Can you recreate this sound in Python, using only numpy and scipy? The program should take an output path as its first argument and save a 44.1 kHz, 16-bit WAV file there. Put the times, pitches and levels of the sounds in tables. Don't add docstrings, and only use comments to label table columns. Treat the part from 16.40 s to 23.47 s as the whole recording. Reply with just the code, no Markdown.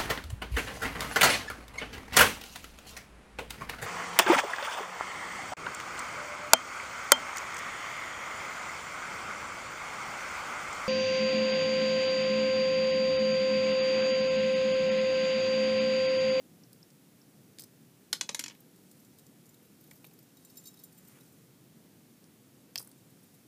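import sys
import numpy as np
from scipy import signal
from scipy.io import wavfile
from scipy.ndimage import uniform_filter1d

SR = 44100
rng = np.random.default_rng(int(sys.argv[2]) if len(sys.argv) > 2 else 0)


def attenuation_scalar(level_db):
    decades = np.asarray(level_db, float) / 20
    return 10 ** decades


def log_audio(samples):
    frames = np.atleast_2d(samples).T
    limited = np.clip(frames, -1, 1)
    pcm = np.round(limited * 32767).astype(np.int16)
    wavfile.write(sys.argv[1], SR, pcm)


N = 311958


def evened(x):
    return x / np.sqrt(np.mean(x ** 2) + 1e-20)


def peaked(x):
    return x / abs(x).max()


def read(points, hz):
    f, value = np.transpose(points)
    return np.interp(np.log(hz + 1), np.log(f + 1), value)


def add(mix, s, sound):
    part = mix[round(s * SR):][:len(sound)]
    part += sound[:len(part)]


def band(x, lo_hz, hi_hz):
    sos = signal.butter(2, [lo_hz, min(hi_hz, 20000)], "band", fs=SR, output="sos")
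    return signal.sosfilt(sos, x)


def ring(x, modes, order=1):
    out = np.zeros(len(x))
    for hz, width, db in modes:
        r = np.exp(-np.pi * width / SR)
        part = x
        for _ in range(order):
            part = signal.lfilter([1 - r], [1, -r * np.exp(2j * np.pi * hz / SR)], part)
        out += attenuation_scalar(db) * part.real
    return out


def favour(modes, hz, grip, slope_db):
    chance = rng.standard_normal(len(modes))
    chosen = []
    for (f, width, db), z in zip(modes, chance):
        loss_db = min(slope_db * abs(np.log2(f / hz)), 15)
        chosen.append((f, width * grip, db + 2.9 * z - loss_db))
    return chosen


def struck(modes, t60):
    t = np.arange(3000) / SR
    out = np.zeros(len(t))
    for hz, width, db in modes:
        decay = np.exp(-np.pi * max(width, 2.2 / t60) * t)
        out += attenuation_scalar(db) * decay * np.sin(2 * np.pi * (hz * t + rng.random()))
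    return out * np.minimum(t / 0.00069, 1)


def chatter(t60, spiky_db, first):
    t = np.arange(3000) / SR
    spikes_db = spiky_db * np.minimum(rng.exponential(1, len(t)), 3)
    spikes = rng.standard_normal(len(t)) * attenuation_scalar(spikes_db)
    strike = 1 + first * np.exp(-t / 0.00026)
    return spikes * strike * attenuation_scalar(-60 * t / max(t60, 0.002)) * np.minimum(t / 0.00065, 1)


def level(start, top, end, db, rise_db, fall_db):
    levels_db = [db - rise_db, db, db - fall_db]
    return attenuation_scalar(np.interp(np.arange(N) / SR, [start, top, end], levels_db, left=-200, right=-200))


def stick_slip():
    jumps = evened(band(rng.standard_normal(N), 7.4, 110))
    return rng.standard_normal(N) * attenuation_scalar(2.1 * jumps)


# f/Hz, level/dB per Hz
AIR_COLOUR = [(15, -80), (25, -47), (43, -33), (57, -33), (135, -1), (272, -3.5), (311, -6.5), (418, -12),
              (478, -12.5), (576, -18), (642, -18.5), (1010, -24), (4200, -27.5), (14000, -27),
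              (15200, -33)]


def air():
    frames, hz = N // 512 + 6, np.fft.rfftfreq(2048, 1 / SR)
    a, b = rng.standard_normal((2, frames, len(hz)))
    swell = evened(uniform_filter1d(rng.standard_normal(frames), size=30))
    gain = attenuation_scalar(read(AIR_COLOUR[:-1], hz)[:, None] + 0.6 * swell * (hz < 900)[:, None])
    noise = signal.istft(gain * (a + 1j * b).T, nperseg=2048, noverlap=1536)[1][:N]
    return attenuation_scalar(-59) * evened(noise)


# f/Hz, time to fall by 60 dB/s
ROOM_FADE = [(300, 0.17), (1500, 0.13), (5000, 0.14), (14000, 0.12)]


def room(x):
    out, turn = np.zeros(N), np.arange(N) / SR * 5.5
    at = np.arange(0, SR // 2 - 20, 20)
    build_up_s = 0.017
    for k in range(3):
        taps = np.zeros(SR // 2)
        taps[at + rng.integers(0, 20, len(at))] = rng.choice([-1., 1.], len(at))
        hz, t, z = signal.stft(taps, SR, nperseg=128)
        fade = attenuation_scalar(-60 * t / read(ROOM_FADE, hz)[:, None])
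        tail = signal.istft(z * fade, SR, nperseg=128)[1]
        tail *= np.minimum(np.arange(len(tail)) / SR / build_up_s, 1) ** 2
        share = np.sqrt(2 / 3) * np.cos(np.pi * (turn + k / 3))
        out += signal.fftconvolve(x * share, tail / np.linalg.norm(tail))[:N]
    return out


SHEEN_BAND = (11000, 15000)


def clicks(rows, sharpness, crack, sheen_db, t60, dull_db=None):
    out = np.zeros(N)
    for s, db, ring_hz, *own_dull_db in rows:
        blow = chatter(t60, spiky_db=2.0, first=0.26)
        body = peaked(ring(blow, [(ring_hz, ring_hz / sharpness, 0)], order=2))
        above = band(band(blow, 0.72 * ring_hz, 1.72 * ring_hz), 1.25 * ring_hz, 15700)
        body += crack * peaked(above)
        body += attenuation_scalar(own_dull_db[0] if own_dull_db else dull_db) * peaked(band(blow, 450, 1350))
        body += attenuation_scalar(sheen_db) * peaked(band(blow, *SHEEN_BAND))
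        add(out, s, attenuation_scalar(db) * peaked(body))
    return out


# t/s, peak level/dB, ring f/Hz
NUT_PINGS = [
    (0.2354, -48, 5500),
    (0.3301, -53, 4910),
    (0.428, -45.5, 5160),
    (0.8155, -55.5, 5400),
]
# t/s, peak level/dB, strongest ring f/Hz
NUT_SLIP = [(0.3302, -43, 10200), (0.503, -51, 5370), (0.5078, -57, 4920), (1.1854, -35, 4930),
            (1.1942, -36.5, 5070), (1.1972, -32, 10100), (1.2065, -36, 9900), (1.2124, -46, 5160),
            (1.2205, -38, 8200), (1.2368, -40.5, 5100), (1.2405, -38, 10000), (5.841, -50, 5960)]


def nut_clicks():
    out = clicks(NUT_PINGS, 7.0, 0.05, sheen_db=-34, t60=0.015, dull_db=-30)
    return out + clicks(NUT_SLIP, 2.0, 0.73, sheen_db=-15, t60=0.012, dull_db=-24)


# f/Hz, width/Hz, level/dB
NUT_MODES = [(4500, 250, -6), (5100, 300, 5), (6000, 270, 1), (8300, 500, -8), (10100, 450, -5),
             (14000, 900, -6)]
# start, strongest and end t/s
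SCRAPE_TIMES = (1.185, 1.198, 1.25)


def nut_scrape(grit):
    return level(*SCRAPE_TIMES, -54.5, rise_db=15, fall_db=9) * evened(ring(grit, NUT_MODES))


# t/s, peak level/dB, ring f/Hz, dull part level/dB re peak
BOARD_KNOCKS = [
    (1.1852, -47, 2160, -15),
    (3.5124, -42.5, 1990, -9),
    (3.6431, -42, 2480, -5),
    (3.6445, -48, 2600, -16),
    (3.712, -54, 2610, -3),
    (6.357, -41.5, 725, 14),
    (6.4028, -46, 1300, 15),
]


def board_knocks():
    return clicks(BOARD_KNOCKS, 2.18, 0.51, sheen_db=-4.5, t60=0.026)


# t/s, peak level/dB, strongest ring f/Hz, thump and top sheen level/dB re peak
HANDLE_BOUNCES = [(1.7283, -13.5, 3980, -20.5, -11), (1.7514, -44, 3670, -30, -26),
                  (1.8104, -16.5, 4370, -23, -50), (1.8907, -21, 3230, -17.5, -44),
                  (1.946, -18.5, 5430, -25.5, -12.5), (1.9926, -20.5, 6310, -35, -10.5),
                  (2.0076, -33.5, 5800, -22, -26), (2.0388, -25, 6600, -32, -37),
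                  (2.0606, -29, 2450, -32, -33), (2.0809, -32, 6470, -39, -40),
                  (2.0977, -40, 2470, -16, -40), (2.1079, -43, 2500, -27, -40),
                  (2.118, -50, 2300, -24, -40), (2.15, -50.5, 2950, -11, -40)]
# f/Hz, level/dB per Hz
HANDLE_COLOUR = [(150, -46), (250, 2), (640, -21), (2240, 1.5), (2670, -7), (2910, 2.5), (3770, -11),
                 (4190, 0), (12300, -2.5), (14900, -9), (16000, -62)]
# f/Hz, width/Hz, level/dB
END_MODES = [(1086, 75, -1.5), (1470, 54, -2), (1910, 84, -13), (2260, 110, 4), (2950, 100, -0.5),
             (3230, 65, 0.5), (3470, 61, -2), (3680, 58, 3), (3976, 140, 11), (4370, 120, 11),
             (4850, 110, -6), (5100, 90, 8), (5564, 140, 6), (5930, 110, -3)]
# f/Hz, width/Hz, level/dB
FLAT_MODES = [(942, 71, 5.5), (1275, 39, -6.5), (1653, 100, -12), (2190, 93, -3), (2545, 57, 2),
              (2980, 97, -7), (3400, 62, 3), (3850, 70, -1), (3920, 110, -10), (5230, 110, -3),
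              (5693, 150, 7.5), (6340, 87, 3.5), (7040, 74, 4)]
# f/Hz, width/Hz, level/dB
BOARD_MODES = [(317, 280, -5.5), (510, 300, -2.5), (952, 260, -6), (1120, 210, 2)]


def handle():
    out, hz = np.zeros(N), np.fft.rfftfreq(1024, 1 / SR)
    gain = attenuation_scalar(2 * read(HANDLE_COLOUR, hz)) * (hz < hz[-1])
    colour = signal.minimum_phase(signal.firwin2(1023, hz, gain, fs=SR))
    for k, (s, db, ring_hz, thump_db, sheen_db) in enumerate(HANDLE_BOUNCES):
        if k == 0:
            t60, modes, ring_gain = 0.037, END_MODES, 1.15
        else:
            t60, modes, ring_gain = 0.036, favour(FLAT_MODES, ring_hz, 1.0, 8.1), 0.9
        blow = chatter(t60, spiky_db=2.5, first=0.045)
        crack = np.convolve(blow, colour)[:len(blow)]
        top_hz = 9500 * attenuation_scalar(0.42 * min(db + 31, 0))
        body = peaked(band(band(crack, 274, top_hz), 170, top_hz))
        sheen = band(band(crack, 7500, 20500), 7500, 20500)
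        body += attenuation_scalar(sheen_db + 2.5) * peaked(sheen)
        body += ring_gain * peaked(struck(modes, t60))
        body += 0.24 * peaked(ring(blow, [(ring_hz, 600, 0)]))
        thump = peaked(ring(blow, BOARD_MODES, order=2))
        add(out, s, attenuation_scalar(db) * peaked(body + attenuation_scalar(thump_db + 5.0) * thump))
    return out


# f/Hz, width/Hz, level/dB
BENDING_MODES = [(3850, 68, 5.5), (4510, 33, 0.5), (5330, 230, -4.5), (6310, 170, -9.5), (7020, 92, -10.5),
                 (7220, 45, 6.5), (8380, 430, -8.5), (8700, 100, -8), (9870, 150, -4.5), (10100, 20, -11),
                 (10800, 28, 0), (11400, 28, 2), (13000, 130, -17)]
# f/Hz, width/Hz, level/dB
HOOP_MODES = [(12650, 200, -9), (13150, 110, 0), (13520, 100, 0), (13850, 200, -4), (14400, 250, -8)]


def contacts(rows, rise, length, bare, grip, bend_db, hoop_hz):
    out, t = np.zeros(N), np.arange(4000) / SR
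    for s, db, bend_hz, *own_hoop_db in rows:
        rub = rng.standard_normal(len(t)) * (1 - np.exp(-t / rise)) * np.exp(-t / length)
        hoop_db = own_hoop_db[0] if own_hoop_db else -11
        bending = ring(rub, favour(BENDING_MODES, bend_hz, grip, 27.0), order=2)
        hoop = ring(rub, favour(HOOP_MODES, hoop_hz, 2.3, 150.0), order=2)
        body = attenuation_scalar(bend_db) * peaked(bending) + attenuation_scalar(hoop_db + 5) * peaked(hoop)
        body += bare * peaked(band(rub, 5200, 15000))
        add(out, s, attenuation_scalar(db - 3.5) * body)
    return out


# t/s, peak level/dB, favoured bending f/Hz
GRIPPED_RUBS = [
    (2.1444, -50, 3760),
    (3.2494, -51, 3800),
    (3.4376, -44, 4510),
    (3.5294, -45, 4530),
    (3.5538, -46, 8240),
    (3.6636, -40, 4020),
    (3.7334, -45, 8380),
    (3.8247, -48, 8390),
]
# t/s, peak level/dB, favoured bending f/Hz
LOOSE_RUBS = [(4.0507, -49, 8400), (4.0944, -46, 5370), (4.1684, -34.5, 6310), (4.2532, -37, 5330),
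              (4.268, -34.5, 6310), (4.275, -44, 3830), (4.2975, -52, 5330), (4.3894, -43.5, 5300),
              (4.4384, -42, 9870), (4.5211, -48, 8370), (4.5444, -57, 8410), (4.5744, -46, 8280),
              (4.6706, -46, 6700), (4.8658, -57, 6090), (4.9194, -52, 8160), (6.5744, -53, 7830),
              (6.6994, -51.5, 8100), (6.8294, -50, 9680), (6.8594, -60, 7870), (6.9394, -49, 9500)]
# t/s, peak level/dB, favoured bending f/Hz, hoop level/dB re peak
GRIPPED_TICKS = [(2.2032, -45.5, 8040, -9), (2.2857, -56, 8620, -9), (2.3605, -46, 7400, -18),
                 (2.5132, -38.5, 8940, -23), (2.6005, -50, 6990, -10), (2.6479, -44, 7390, -22),
                 (2.7851, -40, 3700, -12), (2.7933, -43, 8160, -23), (2.8655, -42, 7120, -27),
                 (3.0563, -46, 9010, -18), (3.0644, -46, 7080, -15), (3.0913, -42.5, 7080, -16),
                 (3.1425, -43.5, 4230, -16), (3.2281, -53, 5060, -7), (3.4087, -50, 9950, -6),
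                 (3.4735, -54, 9150, -3), (3.5104, -37, 7160, -24), (3.6485, -39, 3730, -14),
                 (3.7888, -42.5, 5260, -10)]
# t/s, peak level/dB, favoured bending f/Hz, hoop level/dB re peak
LOOSE_TICKS = [(3.9703, -42.5, 5100, -15), (4.0488, -38, 8400, -15), (4.157, -47, 7520, -14),
               (4.1797, -48, 3850, -20), (4.2398, -43, 7390, -14), (4.2874, -38, 5250, -20),
               (4.341, -44.5, 5340, -11), (4.3724, -45, 3850, -15), (4.4362, -37.5, 10000, -4.5),
               (4.5853, -47, 8300, -5), (4.6498, -47, 7570, -14), (4.6826, -46.5, 7100, -2),
               (4.8076, -44, 4960, -12)]


def wire_ticks_and_rubs():
    gripped_hoop_hz, loose_hoop_hz = 13400, 13500
    out = contacts(GRIPPED_TICKS, 0.00023, 0.0039, 0.59, 4.9, -13, gripped_hoop_hz)
    out += contacts(LOOSE_TICKS, 0.00023, 0.0021, 0.65, 1.6, -9, loose_hoop_hz)
    out += contacts(GRIPPED_RUBS, 0.0042, 0.0042, 0.34, 4.6, -18, gripped_hoop_hz)
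    return out + contacts(LOOSE_RUBS, 0.006, 0.0062, 0.48, 1.45, -6.5, loose_hoop_hz)


# start, strongest and end t/s
SLIDE_TIMES = [
    (2.2, 2.51, 3.01),
    (3.01, 3.56, 3.85),
    (3.85, 4.22, 4.45),
    (4.4, 4.74, 5.1),
    (6.55, 6.85, 7.3),
]
SLIDE_LEVELS = [-66.5, -67, -61, -61.5, -69]


def wire_slides(grit, shimmer):
    strokes = zip(SLIDE_TIMES, SLIDE_LEVELS)
    slide = sum(level(*span, db, rise_db=13.5, fall_db=12) for span, db in strokes)
    return slide * (attenuation_scalar(-15) * shimmer + attenuation_scalar(-4) * evened(band(grit, 4500, 14000)))


# start, strongest and end t/s
TURN_TIMES = (3.98, 4.24, 4.65)


def tube_turn(grit):
    return level(*TURN_TIMES, -74, rise_db=3.0, fall_db=11) * evened(ring(grit, BENDING_MODES, order=2))


# start, strongest and end t/s
SWISH_TIMES = (4.535, 4.784, 4.838)


def board_swish(grit):
    return level(*SWISH_TIMES, -64.5, rise_db=15, fall_db=13) * evened(band(grit, 520, 2700))


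# t/s, peak level/dB, strongest ring f/Hz
TUBE_SNAP = [
    (6.3569, -22, 4940),
    (6.3571, -24.5, 11400),
    (6.3573, -26.5, 2710),
    (6.3782, -22.5, 6040),
]
# t/s, peak level/dB, strongest ring f/Hz
NAIL_REBOUND = [
    (6.3603, -30, 4700),
    (6.3828, -26.5, 5000),
]
# t/s, peak level/dB, strongest ring f/Hz
TUBE_SETTLE = [(6.3961, -36, 9720), (6.404, -44, 11000), (6.4138, -41, 8830), (6.426, -41, 11400),
               (6.4463, -45, 11200), (6.4732, -42.5, 9400), (6.49, -48, 12500), (6.5141, -48, 9000),
               (6.515, -54.5, 4500)]


def tube_snap():
    out = clicks(TUBE_SNAP, 2.6, 0.65, sheen_db=-30, t60=0.0089, dull_db=-28)
    out += clicks(NAIL_REBOUND, 3.4, 0.2, sheen_db=-20, t60=0.011, dull_db=-28)
    return out + clicks(TUBE_SETTLE, 3.0, 0.35, sheen_db=-11, t60=0.022, dull_db=-15)


# start, strongest and end t/s
SHAKE_TIMES = (6.38, 6.386, 6.5)


def wire_shake(grit, shimmer):
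    rattle = evened(band(grit, 8300, 15000)) + 0.4 * shimmer
    return level(*SHAKE_TIMES, -50.5, rise_db=2, fall_db=30) * rattle


def scene():
    grit = stick_slip()
    shimmer = evened(ring(grit, HOOP_MODES))
    held = nut_clicks() + nut_scrape(grit) + board_knocks() + wire_ticks_and_rubs()
    held += wire_slides(grit, shimmer) + tube_turn(grit) + board_swish(grit)
    held += tube_snap() + wire_shake(grit, shimmer)
    held = band(held, 72, 21000)
    dropped = band(handle(), 120, 19000)
    reflections = attenuation_scalar(-14) * room(dropped + attenuation_scalar(-2.5) * held)
    return (dropped + held + reflections + air())[None]


def top_cut(x):
    return signal.sosfilt(signal.butter(12, 16510, fs=SR, output="sos"), x)


def record(dry):
    edge_hz, above_edge_db = 15350, -36
    lowpass = signal.firwin(601, edge_hz, window=("kaiser", 7), fs=SR)
    low = signal.oaconvolve(dry, lowpass[None], "same")
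    return top_cut(low + attenuation_scalar(above_edge_db) * (dry - low))


dry = scene()
out = record(dry)
log_audio(out)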